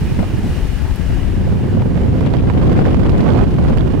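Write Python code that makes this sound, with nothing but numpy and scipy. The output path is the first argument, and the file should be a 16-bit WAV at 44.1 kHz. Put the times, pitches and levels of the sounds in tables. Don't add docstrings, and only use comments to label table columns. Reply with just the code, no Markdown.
import sys
import numpy as np
from scipy import signal
from scipy.io import wavfile

SR = 44100
rng = np.random.default_rng(int(sys.argv[2]) if len(sys.argv) > 2 else 0)


def persist_wave(psi):
    counts = np.round(np.clip(psi, -1, 1) * 32767).astype(np.int16)
    wavfile.write(sys.argv[1], SR, np.atleast_2d(counts).T)


N = 4 * SR


def from_db(db):
    return 10 ** (np.asarray(db) / 20)


def in_time(rows):
    return np.interp(np.arange(N) / SR, *np.transpose(rows))


def at_hz(rows, hz):
    freq_hz, value = np.transpose(rows)
    return np.interp(np.log(hz), np.log(freq_hz), value)


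def drift(rate_hz):
    hop, settle = 20, 2000
    pole = np.exp(-2 * np.pi * rate_hz * hop / SR)
    white = rng.standard_normal(N // hop + settle + 2)
    slow = signal.lfilter([1], [1, -2 * pole, pole * pole], white)[settle:]
    return np.interp(np.arange(N) / hop, np.arange(len(slow)), slow / slow.std())


def bands(low_hz, high_hz, count):
    edges_hz = np.geomspace(low_hz, high_hz, count + 1)
    white = rng.standard_normal((2, 2, N + SR // 10))
    for k, (low, high) in enumerate(zip(edges_hz, edges_hz[1:])):
        sos = signal.butter(2, [low, high], "band", fs=SR, output="sos")
        pair = signal.sosfilt(sos, white[k % 2])[:, -N:]
        yield np.sqrt(low * high), pair / pair.std(axis=1, keepdims=True) * np.sqrt(high - low)


def stereo(pair, correlation):
    mid = np.sqrt((1 + correlation) / 2) * pair[0]
    side = np.sqrt((1 - correlation) / 2) * pair[1]
    return np.array([mid + side, mid - side])


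def burst(start_s, decay_s, low_hz, high_hz):
    age_s = np.arange(N) / SR - start_s
    envelope = (age_s >= 0) * np.exp(-np.minimum(abs(age_s) / decay_s, 20))
    sos = signal.butter(2, [low_hz, high_hz], "band", fs=SR, output="sos")
    noise = signal.sosfilt(sos, rng.standard_normal(N) * envelope)
    return noise * np.linalg.norm(envelope) / np.linalg.norm(noise)


def bump(peak_s, rise_s, fall_s):
    age_s = np.arange(N) / SR - peak_s
    width_s = np.where(age_s < 0, rise_s, fall_s)
    return np.exp(-np.minimum((age_s / width_s) ** 2, 20) / 2)


# freq_hz, density_db_per_hz
ROAR_SPECTRUM = [(150, -51), (450, -71.5), (700, -69.5), (1200, -76), (1700, -72), (2300, -78.5),
                 (3100, -81), (3700, -89), (5000, -92.5), (8000, -102)]
# time_s, gain_db
ROAR_GAIN = [(0, 1), (.18, -1), (.32, -6), (.55, -1), (1.0, -1), (1.25, 0), (1.5, -5), (2.0, -7),
             (3.0, -10), (4, -16)]
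# freq_hz, correlation
PASSAGE_CORRELATION = [(200, 0.53), (1000, 1), (2000, 1), (3800, 0.3), (7000, .3)]


def roar():
    noise = sum(from_db(at_hz(ROAR_SPECTRUM, hz)) * stereo(pair, at_hz(PASSAGE_CORRELATION, hz))
                for hz, pair in bands(150, 9000, count=14))
    return from_db(in_time(ROAR_GAIN)) * noise


# pitch_hz, width_hz, peak_db_per_hz, left_minus_right_db
PASSAGE_MODES = [(324, 106, -56.5, 0), (870, 76, -69.5, -2), (1670, 270, -74, -5), (1870, 150, -85.5, -14),
                 (2440, 124, -77, -11), (2870, 200, -76, -9)]
# time_s, gain_db
MODE_GAIN = [(0, -0.5), (.5, -0.5), (1.0, -1.5), (1.3, -3.5), (1.6, -2), (2.0, -6.5), (3.0, -11.5), (4, -4)]


def resonances(waver_db=3, waver_hz=4):
    out = 0
    for hz, width_hz, peak_db, pan_db in PASSAGE_MODES:
        level_db = peak_db + np.array([[pan_db], [-pan_db]]) / 2 + waver_db * drift(waver_hz)
        noise = stereo(rng.standard_normal((2, N)), at_hz(PASSAGE_CORRELATION, hz)) * np.sqrt(SR / 2)
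        radius = np.exp(-np.pi * width_hz / SR)
        feedforward = np.array([1, 0, -1]) * (1 - radius ** 2) / 2
        feedback = [1, -2 * radius * np.cos(2 * np.pi * hz / SR), radius ** 2]
        out += from_db(level_db) * signal.lfilter(feedforward, feedback, noise)
    return from_db(in_time(MODE_GAIN)) * out


# freq_hz, density_db_per_hz
HISS_SPECTRUM = [(1500, -81), (3500, -85), (5200, -85.5), (6500, -90.5), (9000, -90), (12000, -95.5),
                 (15500, -97.5)]
# time_s, gain_db
HISS_GAIN = [(0, 3), (.18, 2.5), (.32, -1), (.55, 3.5), (1.0, 2), (1.28, -1), (1.45, -4), (2.0, -9),
             (3.0, -7.5), (4, -11.5)]


def hiss(left_gain_db=1.9):
    noise = sum(from_db(at_hz(HISS_SPECTRUM, hz)) * pair for hz, pair in bands(1500, 17000, count=9))
    gain = from_db(in_time(HISS_GAIN)) * from_db([[left_gain_db], [0]])
    return gain * stereo(noise, correlation=0.023)


# time_s, force_db
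SWELLS_LEFT = [(0, -10.5), (.35, -5.5), (.58, -5), (.85, -6.5), (1.15, -5), (1.6, -3.5), (2.0, -3.5),
               (2.2, -1.5), (2.5, 3.5), (2.66, 2), (2.82, 3.5), (3.0, -1), (3.2, 3), (3.32, -1.5),
               (3.42, 0), (3.7, 0), (3.95, -8)]
SWELLS_RIGHT = [(0, -8), (.18, 0), (.45, -9.5), (.62, -24.5), (1.02, -19.5), (1.3, -7), (1.45, -2.5),
                (1.9, -1.5), (2.05, 1.5), (2.55, 2), (2.72, 3.7), (2.85, 3.5), (3.15, 5.5), (3.3, 10.5),
                (3.39, 8.5), (3.53, 0.5), (3.63, 4), (4, 3)]
# peak_s, fall_s, left_db, right_db
DRAUGHT_PUFFS = [(0.19, 0.013, 12, -2), (0.784, 0.012, -2, 16), (1.102, 0.014, 7.5, 12),
                 (1.125, 0.01, 7.5, 2), (1.468, 0.012, 2.5, 2), (1.515, 0.018, 0.5, 4.5),
                 (1.631, 0.015, 4.5, 3), (1.819, 0.0064, 4, 6), (1.968, 0.069, 3.5, 3.5),
                 (2.264, 0.0078, 10, 1), (2.343, 0.018, -15, 5), (2.572, 0.018, 1.5, -1),
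                 (2.615, 0.032, 2, 6), (2.766, 0.028, 3.5, 0), (2.846, 0.049, 5, 3.5),
                 (3.094, 0.028, -1.5, 2), (3.439, .015, 0.5, 1.5), (3.541, 0.0043, 4, 2),
                 (3.684, 0.019, 8.5, 1), (3.774, 0.02, 1, 2.5)]


def draught_force_db(rise_s=0.0019):
    force_db = np.array([in_time(SWELLS_LEFT), in_time(SWELLS_RIGHT)])
    for peak_s, fall_s, left_db, right_db in DRAUGHT_PUFFS:
        force_db += np.array([[left_db], [right_db]]) * bump(peak_s, rise_s, fall_s)
    return force_db


# freq_hz, relative_db
EDDY_SPECTRUM_LEFT = [(20, -7), (45, 0), (90, 1.5), (170, -7.5), (300, -11.5), (600, -27.5), (1200, -42),
                      (3000, -54.5)]
EDDY_SPECTRUM_RIGHT = [(20, -8), (45, -6.5), (90, 0), (170, -3), (300, -11.5), (600, -26), (1200, -40.5),
                       (3000, -65)]
# freq_hz, db_per_force_db
EDDY_GROWTH = [(30, -0.07), (60, 0.47), (120, 0.81), (240, 1.0), (480, 1.5), (1500, 1.5)]
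# freq_hz, depth_db
EDDY_FLUTTER = [(50, 1.3), (200, 3.5), (600, 2), (2000, 6.5)]
# time_s, left_db, right_db
RUMBLE_GAIN = [(0, -3, -4), (.52, -7.5, 6), (.65, 2.5, 0), (1.3, 4.5, -2.5), (1.6, -2.5, -5),
               (2.6, -1.5, 3), (4, 1.5, -7)]


def buffeting(force_db, base_db_per_hz=-32, flutter_hz=56, band_flutter_hz=11, rumble_top_hz=71):
    port_flutter = np.array([drift(flutter_hz), drift(flutter_hz)])
    rumble_db = np.array([in_time([(row[0], row[port]) for row in RUMBLE_GAIN]) for port in (1, 2)])
    out = 0
    for hz, pair in bands(18, 3000, count=15):
        colour_db = np.array([[at_hz(EDDY_SPECTRUM_LEFT, hz)], [at_hz(EDDY_SPECTRUM_RIGHT, hz)]])
        growth_db = at_hz(EDDY_GROWTH, hz) * force_db
        band_flutter = np.array([drift(band_flutter_hz), drift(band_flutter_hz)])
        flutter_db = at_hz(EDDY_FLUTTER, hz) * (port_flutter + 0.5 * band_flutter)
        rumble_share = 1 / (1 + (hz / rumble_top_hz) ** 4)
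        level_db = base_db_per_hz + colour_db + growth_db + flutter_db + rumble_share * rumble_db
        correlation = at_hz([(40, 0.5), (90, 0.14), (200, 0.034)], hz)
        out += from_db(level_db) * stereo(pair, correlation)
    return out


# freq_hz, density_db_per_hz
CRACKLE_SPECTRUM = [(700, -74), (1500, -80), (3000, -83.5), (4500, -92.5), (7000, -101.5), (15000, -110)]


def crackle(force_db, pressure, grain_db=6, grain_hz=410, clump_db=3, clump_hz=7.9):
    db_per_force_db, eddy_share, typical_pressure = 0.91, 0.22, 0.31
    noise = sum(from_db(at_hz(CRACKLE_SPECTRUM, hz)) * pair for hz, pair in bands(700, 16000, count=8))
    gain_db = db_per_force_db * force_db
    for port in range(2):
        gain_db[port] += grain_db * np.minimum(drift(grain_hz), 2.5)
        gain_db[port] -= clump_db * np.tanh(drift(clump_hz))
    eddy_gain = 1 - eddy_share + eddy_share * np.minimum(abs(pressure) / typical_pressure, 3)
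    return eddy_gain * from_db(gain_db) * noise


# time_s, ceiling_amplitude
PORT_CEILING = [(0, 0.59), (1.2, 0.44), (2.0, 0.44), (4, 0.48)]


def overload(pressure, knee_hardness=14):
    drive = abs(pressure / in_time(PORT_CEILING))
    return pressure / (1 + drive ** knee_hardness) ** (1 / knee_hardness)


# start_s, decay_s, left_db, right_db
EDDY_SLAPS = [(0.191, 0.0097, -11, -46.5), (0.228, .005, -12, -49), (.242, .004, -38, -17.5),
              (1.641, 0.0029, -22.5, -30), (1.82, 0.0031, -20, -17), (1.973, 0.0055, -36, -18.5),
              (2.209, 0.0023, -33, -10), (2.337, 0.0052, -38, -8), (2.499, 0.0051, -32, -8),
              (2.764, 0.0097, -21, -22), (2.789, 0.0067, -25, -12), (2.869, 0.011, -22, -14),
              (2.944, .005, -33, -8), (3.054, 0.018, -15, -25), (3.585, 0.0038, -35, -9)]


def slaps(low_hz=212, high_hz=787):
    return sum(from_db([[left_db], [right_db]]) * burst(start_s, decay_s, low_hz, high_hz)
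               for start_s, decay_s, left_db, right_db in EDDY_SLAPS)


# centre_s, width_s, gain_db
DRAUGHT_LULLS = [(0.217, .005, -6), (0.28, 0.014, -4), (.972, 0.0083, -20), (1.786, 0.014, 3.5),
                 (1.935, 0.011, -5.5), (2.207, .008, -5), (2.528, .012, -7), (2.84, 0.0073, -4.5),
                 (3.503, 0.0082, -5)]


def lulls():
    return from_db(sum(gain_db * bump(centre_s, width_s, width_s)
                       for centre_s, width_s, gain_db in DRAUGHT_LULLS))


# start_s, pitch_hz, left_db, right_db
AIR_SPITS = [(.232, 2000, -30, -50), (2.261, 3200, -28, -37), (2.337, 3800, -44, -27),
             (2.368, 3000, -50, -26), (2.393, 2580, -22, -45), (2.853, 1400, -32, -13),
             (2.861, 3400, -32, -32), (2.883, 3000, -37, -24), (3.064, 3000, -40, -23),
             (3.098, 4400, -44, -28), (3.209, 3600, -32, -40), (3.304, 3460, -44, -22),
             (3.351, 4400, -44, -33), (3.412, 3400, -46, -27), (3.542, 2400, -33, -49),
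             (3.688, 3000, -44, -34), (3.808, 3150, -42, -23)]


def spits(decay_s=0.00098, edge_ratio=1.18):
    return sum(from_db([[left_db], [right_db]]) * burst(start_s, decay_s, hz / edge_ratio, hz * edge_ratio)
               for start_s, hz, left_db, right_db in AIR_SPITS)


def tick(left_db=-38, right_db=-28):
    click = burst(start_s=0.959, decay_s=0.0006, low_hz=9500, high_hz=12500)
    return from_db([[left_db], [right_db]]) * click


def scene():
    force_db = draught_force_db()
    pressure = lulls() * buffeting(force_db) + slaps()
    wind = overload(pressure) + crackle(force_db, pressure) + spits()
    return wind + tick() + roar() + resonances() + hiss()


def record(dry, low_cut_hz=2.4, high_cut_hz=15800):
    low_cut = signal.butter(1, low_cut_hz, "high", fs=SR, output="sos")
    high_cut = signal.ellip(12, 0.1, 90, high_cut_hz, fs=SR, output="sos")
    return signal.sosfilt(high_cut, signal.sosfilt(low_cut, dry))


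dry = scene()
out = record(dry)
persist_wave(out)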